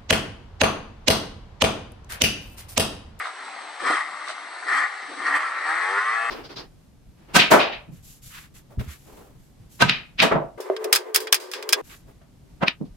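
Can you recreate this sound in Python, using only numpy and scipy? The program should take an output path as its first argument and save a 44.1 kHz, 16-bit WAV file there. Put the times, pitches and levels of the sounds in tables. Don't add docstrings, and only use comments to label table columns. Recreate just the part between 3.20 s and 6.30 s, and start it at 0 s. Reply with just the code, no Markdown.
import sys
import numpy as np
from scipy import signal
from scipy.fft import rfft, irfft, next_fast_len
from scipy.io import wavfile
from scipy.ndimage import uniform_filter1d, minimum_filter1d, map_coordinates

SR = 44100
rng = np.random.default_rng(int(sys.argv[2]) if len(sys.argv) > 2 else 0)


def to_wav(sig):
    pcm = np.clip(np.atleast_2d(sig), -1, 1) * 32767
    pcm = np.round(pcm).astype(np.int16)
    wavfile.write(sys.argv[1], SR, pcm.T)


def ratio_of_db(decibels):
    return 10 ** (np.asarray(decibels, float) / 20)


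N = 136710
TIME_S = np.arange(N) / SR

# freq_hz, density_db_per_hz
SNOW_HISS = [(1470, -42), (2500, -4), (2620, -9), (4120, -4.5), (5180, -12), (5960, -12.5), (7410, -17.5),
             (8050, -14), (10200, -22), (13200, -68), (22000, -120)]


def unit(x):
    return x / np.sqrt(np.mean(x ** 2) + 1e-20)


def along(points, hz):
    f, v = np.transpose(points)
    return np.interp(np.log(hz + 1), np.log(f + 1), v)


def curve(rows):
    s, v = np.transpose(rows)
    return np.interp(TIME_S, s, v)


def bell(centre_s, half_s):
    return np.exp(-((TIME_S - centre_s) / half_s) ** 2)


def wobble(rate):
    return map_coordinates(rng.standard_normal(int(N * rate / SR) + 4), [np.arange(N) * rate / SR])


def filtered(x, response):
    m = next_fast_len(N + SR // 2)
    return irfft(rfft(x, m) * response(np.fft.rfftfreq(m, 1 / SR)), m)[..., :N]


def coloured(x, spectrum):
    return unit(filtered(x, lambda hz: ratio_of_db(along(spectrum, hz))))


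def patchy(patchy_db):
    z = signal.stft(rng.standard_normal(N), nperseg=512)[2]
    field = uniform_filter1d(rng.standard_normal(z.shape), 4, 0)
    field = uniform_filter1d(field, 5, 1)
    broad = uniform_filter1d(uniform_filter1d(field, size=5, axis=0), size=16, axis=1)
    field = unit(field) + 0.31 * unit(broad)
    return unit(signal.istft(z * ratio_of_db(patchy_db * unit(field)), nperseg=512)[1][:N])


def engine():
    # time_s, speed_rev_per_s
    coast_speed = [(0, 77), (.55, 66), (.62, 63), (.8, 76), (1.1, 66), (1.45, 61)]
    blip_speed = [(1.52, 65), (1.64, 81), (1.69, 80)]
    pull_speed = [(2.05, 65.0), (2.108, 67.8), (2.198, 80.6), (2.392, 74.0), (2.482, 77.0), (2.664, 92.9),
                  (2.848, 106.7), (2.97, 113.4), (3.1, 116.4)]
    # time_s, exhaust_level_db
    load_rows = [(0, -27), (.13, -45), (.59, -44.5), (.67, -19.5), (.81, -24.5), (.85, -36.5),
                 (1.45, -41.5), (1.53, -20.5), (1.64, -22.5), (1.69, -35), (1.97, -44), (2.035, -30),
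                 (2.065, -24), (2.17, -20.5), (2.2, -25.5), (2.33, -31), (2.5, -24.5), (3.1, -28.5)]
    # time_s, share_0_to_1
    even_rows = [(0, .1), (1.5, .1), (1.62, .35), (1.72, .15), (2.05, .15), (2.2, .5), (2.45, .42),
                 (2.7, .58), (3.1, .7)]
    # crank_multiple, time_s, half_length_s, level_db_over_exhaust
    song_orders = [(4, 1.6, 0.067, -22), (4, 2.142, 0.068, -15.5), (4, 2.47, 0.12, -18),
                   (5, 1.6, 0.043, -37.5), (5, 1.3, .1, -42), (4, 2.74, 0.069, -13.5),
                   (5, 2.73, 0.056, -12.5), (4, 2.99, 0.14, -20), (2, 2.994, 0.16, -24.5),
                   (6, 3.04, 0.071, -11.5), (7, 3.03, 0.063, -13.5), (10, 2.5, 0.036, -8),
                   (14, 0.92, 0.018, -8), (10, 2.87, 0.13, -6), (22, 3.04, 0.11, -15.5),
                   (23, 3.05, 0.082, -17), (4, 2.28, 0.096, -28), (17, 2.3, 0.054, -10),
                   (8, 2.537, 0.063, -30), (9, 2.722, 0.079, -11.5), (7, 2.1, 0.086, -30.5),
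                   (14, 2.79, 0.048, -3), (4, 2.62, .05, -23), (5, 2.63, 0.037, -22),
                   (10, 2.53, 0.035, -20), (5, 2.08, 0.037, -19.5), (8, 2.21, .04, -16.5),
                   (15, 1.7, 0.034, -11.5), (11, 2.9, 0.062, -10.5), (12, 2.5, 0.041, -14.5),
                   (18, 2.93, 0.042, -11), (21, 2.9, .05, -12), (15, 3, 0.048, -7)]
    # time_s, half_length_s, exhaust_db, rasp_db
    stumbles = [(0.607, 0.017, 7.5, 12.5), (0.674, .008, 1, 1.5), (0.709, 0.0068, -3.5, 4.5),
                (0.719, 0.005, -4, -4), (0.738, 0.006, 1.5, 2), (.77, .025, -1, 0.5), (0.827, .015, -2, -4),
                (1.434, .012, 7.5, -4), (1.485, 0.019, 5.5, 10), (1.532, 0.011, -0.5, -0.5),
                (1.582, .006, 3.5, 4), (1.612, 0.0059, -2.5, -4), (1.633, 0.01, 0, -0.5),
                (1.665, 0.017, 0.5, -12), (1.988, 0.019, 5, 8), (2.07, 0.013, 2.5, 3),
                (2.11, 0.023, -2.5, -4), (2.146, .008, 3, 0.5), (2.16, 0.011, 3, 4), (2.187, 0.013, -3, -8),
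                (2.238, 0.013, 1, -4), (2.376, 0.052, 1, -7), (2.43, 0.022, -1.5, -3.5),
                (2.464, 0.013, 1.5, 0), (2.6, .015, -1, -2), (2.779, 0.013, 3, 1.5)]
    # freq_hz, density_db_per_hz
    exhaust_low = [(200, -52), (330, -22), (600, -19.5), (800, -10), (930, -12.5), (1200, 1), (1600, -7),
                   (1930, 0)]
    exhaust_high = [(2250, -11.5), (2800, -24.5), (3700, -27.5), (6400, -120)]
    rasp_spectrum = [(1350, -37), (2300, -9), (2820, -13), (3200, -0.5), (3430, -11.5), (4260, -5.5),
                     (7050, -14.5), (8550, -10.5), (10200, -26.5), (13200, -82), (22000, -120)]

    speed = curve(list(coast_speed) + list(blip_speed) + [(1.98, 60.17)] + list(pull_speed))
    speed = uniform_filter1d(speed, size=1500, mode="nearest")
    crank = 2 * np.pi * np.cumsum(speed) / SR
    load_db, even = curve(load_rows), curve(even_rows)
    rasp_db = -43.5 + (load_db + 25)
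    for s, half_s, exhaust_step_db, rasp_step_db in stumbles:
        load_db = load_db + exhaust_step_db * bell(s, half_s)
        rasp_db = rasp_db + rasp_step_db * bell(s, half_s)

    pipe = [(110, -100)] + list(exhaust_low) + list(exhaust_high)
    order = {}
    for k in range(2, 42):
        drift = 1.6 * wobble(4) + .3 * wobble(40)
        order[k] = np.cos(k * crank + np.tanh(k / 8) ** 2 * drift)
    stack = sum(ratio_of_db(along(pipe, k * speed) + 2.2 * wobble(11)) * order[k] for k in range(6, 42))
    stack *= np.sqrt(speed / speed.mean())
    drone = 0
    for k, s, half_s, level_db in song_orders:
        drone = drone + ratio_of_db(level_db) * np.exp(-((TIME_S - s) / half_s) ** 4) * order[round(k)]

    gate = 1 + 0.15 * np.cos(crank) + 0.19 * np.cos(2 * crank + wobble(5.56))
    puff_cut_hz = 360
    puffs = coloured(patchy(patchy_db=1.5) * gate * ratio_of_db(0.73 * wobble(60)), pipe)
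    puffs = filtered(puffs, lambda hz: (1j * hz / (puff_cut_hz + 1j * hz)) ** 2)
    exhaust = np.sqrt(even) * unit(stack) + drone + np.sqrt(1 - even) * puffs
    rasp = coloured(patchy(patchy_db=1.85) * gate * ratio_of_db(0.66 * wobble(25.36)), rasp_spectrum)
    lurch_db = .6 * wobble(24.38)
    return ratio_of_db(load_db + lurch_db) * exhaust + ratio_of_db(rasp_db) * rasp


def boots():
    # start_s, length_s, thud_db, thud_hz, crackle_db
    crunches = [(0.039, 0.064, -42, 800, -43.5), (0.391, 0.064, -53, 550, -57),
                (.6, 0.11, -37.5, 330, -42.5), (0.801, .25, -59, 210, -62), (0.696, 0.024, -28, 680, -56),
                (0.711, 0.062, -38, 334, -37.5), (1.068, 0.061, -42, 640, -38.5),
                (1.419, 0.16, -47, 358, -53), (1.799, 0.18, -52.5, 250, -60.5), (1.922, .17, -45, 308, -54),
                (0.118, 0.48, -58.5, 237, -67), (1.002, 0.46, -63.5, 224, -62), (1.998, .2, -54, 260, -58),
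                (2.599, .06, -60.5, 218, -65)]
    # start_s, peak_db
    ticks = [
        (.0553, -22),
        (.0708, -21),
        (1.077, -23),
        (1.0925, -23),
        (1.1012, -22),
    ]
    # start_s, peak_db, pitch_hz
    knocks = [(.615, -31, 360), (.632, -31, 310), (.662, -32, 320), (.699, -18, 305), (.718, -30, 310),
              (1.893, -33, 290), (1.912, -32, 340), (1.93, -35, 290), (1.972, -35, 290), (2.012, -34, 300),
              (2.04, -34, 310)]

    sound = np.zeros((2, N + SR))
    lean = ratio_of_db(-3.5 * np.array([[.5], [-.5]]))
    half_second = SR // 2
    t, tick_t = np.arange(half_second) / SR, np.arange(900) / SR
    freq_hz = np.fft.rfftfreq(half_second, 1 / SR)
    bandwidth_over_pitch, common = .55, .35

    crackle = rng.standard_normal((2, N)) * ratio_of_db(1.8 * wobble(300))
    crackle = filtered(crackle, lambda hz: ratio_of_db(along(SNOW_HISS, hz)))
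    swell = np.zeros(N)
    for s, length_s, thud_db, pitch_hz, crackle_db in crunches:
        swell += ratio_of_db(crackle_db) * np.exp(-((TIME_S - s) / length_s * 2 - 1) ** 2 * 1.1)
        centre, *each = rng.standard_normal((3, half_second))
        noise = np.sqrt(common) * centre + np.sqrt(1 - common) * np.array(each)
        damping = 1j * freq_hz * pitch_hz * bandwidth_over_pitch
        band = damping / (pitch_hz ** 2 - freq_hz ** 2 + damping)
        thud = irfft(rfft(noise) * band ** 2, half_second)
        thud = unit(thud * np.exp(-2 * (t / length_s * 2 - 1) ** 2))
        thud *= np.sqrt(length_s * SR / half_second)
        sound[:, round(s * SR):][:, :half_second] += ratio_of_db(thud_db) * lean * thud
    for s, peak_db in ticks:
        phase = 2 * np.pi * (1000 * tick_t + 1.1 * (1 - np.exp(-tick_t / .001)))
        chirp = np.sin(phase) * np.tanh(tick_t / .0008)
        sound[:, round(s * SR):][:, :len(tick_t)] += ratio_of_db(peak_db + 6.5 - 60 * tick_t / .011) * chirp
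    for s, peak_db, pitch_hz in knocks:
        knock = np.sin(2 * np.pi * pitch_hz * t) + 0.46 * np.sin(2 * np.pi * 1.6 * pitch_hz * t)
        envelope = ratio_of_db(peak_db - 60 * t / .07) * np.tanh(t / 0.0024)
        sound[:, round(s * SR):][:, :half_second] += envelope * lean * knock
    return sound[:, :N] + swell * unit(crackle)


def track():
    # freq_hz, density_db_per_hz
    churn_spectrum = [(88, -76.5), (190, -40), (284, -7.5), (394, -8.5), (506, -8.5), (775, 0.5),
                      (923, -1.5), (2140, -4.5), (3000, -26.5), (3900, -58.5), (6600, -120)]
    churn_db = -41.5 + 0.4 * wobble(8.77) + 1.0 * wobble(140)
    churn = ratio_of_db(churn_db) * coloured(patchy(patchy_db=0.9), churn_spectrum)
    hiss_db = -48 + 0.55 * wobble(7.6)
    return churn + ratio_of_db(hiss_db) * coloured(patchy(patchy_db=-1.0), SNOW_HISS)


def ports(x):
    # freq_hz, share_0_to_1
    likeness = [(120, .4), (260, 0.57), (530, .8), (1100, 0.87), (2270, 0.76), (4700, 0.61), (9730, 0.14)]
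    # freq_hz, level_db
    lean_rows = [(60, 5.0), (140, 3), (330, 3.5), (760, 3.5), (1780, 4.5), (4170, -2.5), (9730, -9.5)]
    # freq_hz, phase_rad
    lead_rows = [(0, -0.27), (2240, 0.37), (2930, -0.84), (4050, -0.95), (4390, -0.12), (6720, 0.62),
                 (7490, 0.1), (9910, -0.1)]

    t = np.arange(SR // 5) / SR
    trees_t60_s = .1
    hop = round(.2 * SR)
    fade = np.sin(np.pi * np.arange(2 * hop) / (2 * hop))
    scattered, padded = np.zeros((2, N + 2 * SR)), np.pad(x, (hop, 2 * hop))
    for k in range(0, N + hop, hop):
        tails = rng.standard_normal((2, len(t))) * ratio_of_db(-60 * t / trees_t60_s)
        tails /= np.linalg.norm(tails, axis=1, keepdims=True)
        piece = padded[k:k + 2 * hop] * fade
        echo = signal.fftconvolve(piece[None], tails, axes=1)
        scattered[:, k:k + echo.shape[1]] += echo
    scattered = scattered[:, hop:hop + N]

    def alike(hz):
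        return np.clip(along(likeness, hz), 0, 1)

    mix = filtered(x, lambda hz: np.sqrt(alike(hz)))
    mix = mix + filtered(scattered, lambda hz: np.sqrt(1 - alike(hz)))
    side = np.array([[.5], [-.5]])
    return filtered(mix, lambda hz: ratio_of_db(side * along(lean_rows, hz)) * np.exp(1j * side * along(lead_rows, hz)))


def overload():
    # time_s, half_length_s, thump_db, splatter_db
    overloads = [
        (0.638, 0.0095, -72, -87),
        (0.695, 0.023, -52.5, -59.5),
        (0.772, .01, -78, -82),
        (1.085, 0.011, -71, -89),
        (1.566, 0.03, -64, -61.5),
        (1.639, .012, -58, -85),
        (2.082, .015, -62, -67),
        (2.161, 0.026, -56, -58),
        (2.777, .015, -67, -74),
    ]
    # freq_hz, density_db_per_hz
    thump_spectrum = [(20, -12), (90, -2.5), (200, -1.5), (500, -28.5), (1000, -120)]
    splatter_spectrum = [(6000, -120), (9500, -11), (11000, 8.5), (13000, -6.5), (15200, -18)]

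    centre, *each = rng.standard_normal((3, N))
    thump_gain = sum(ratio_of_db(thump_db) * bell(s, half_s) for s, half_s, thump_db, _ in overloads)
    fizz_gain = sum(ratio_of_db(splatter_db) * bell(s, half_s) for s, half_s, _, splatter_db in overloads)
    thump = thump_gain * coloured(centre + 1.6 * np.array(each), thump_spectrum)
    fizz = fizz_gain * coloured(centre * ratio_of_db(3 * wobble(280)), splatter_spectrum)
    return (thump + fizz) * ratio_of_db(7 * np.array([[.5], [-.5]]))


def scene():
    return ports(engine() + track()) + boots()


def low_pass(x):
    return signal.sosfilt(signal.butter(12, 15300, fs=SR, output="sos"), x)


def record(dry):
    # freq_hz, gain_db
    port_response = [(3000, 1.5), (6300, -1), (7050, -7), (7450, 1), (8100, 4.5), (9300, 1.5),
                     (10500, -4.5), (13000, -33.5)]
    bass_cut_hz = 226
    limit, knee, smooth_samples = .275, 9, 41

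    x = filtered(dry, lambda hz: (1j * hz / (bass_cut_hz + 1j * hz)) ** 3 * ratio_of_db(along(port_response, hz)))
    needed = 1 / (1 + np.abs(x / limit) ** knee) ** (1 / knee)
    gain = minimum_filter1d(needed, size=2 * smooth_samples, axis=1)
    for _ in range(2):
        gain = uniform_filter1d(gain, size=smooth_samples, axis=1)
    return low_pass(x * gain + overload())


dry = scene()
out = record(dry)
to_wav(out)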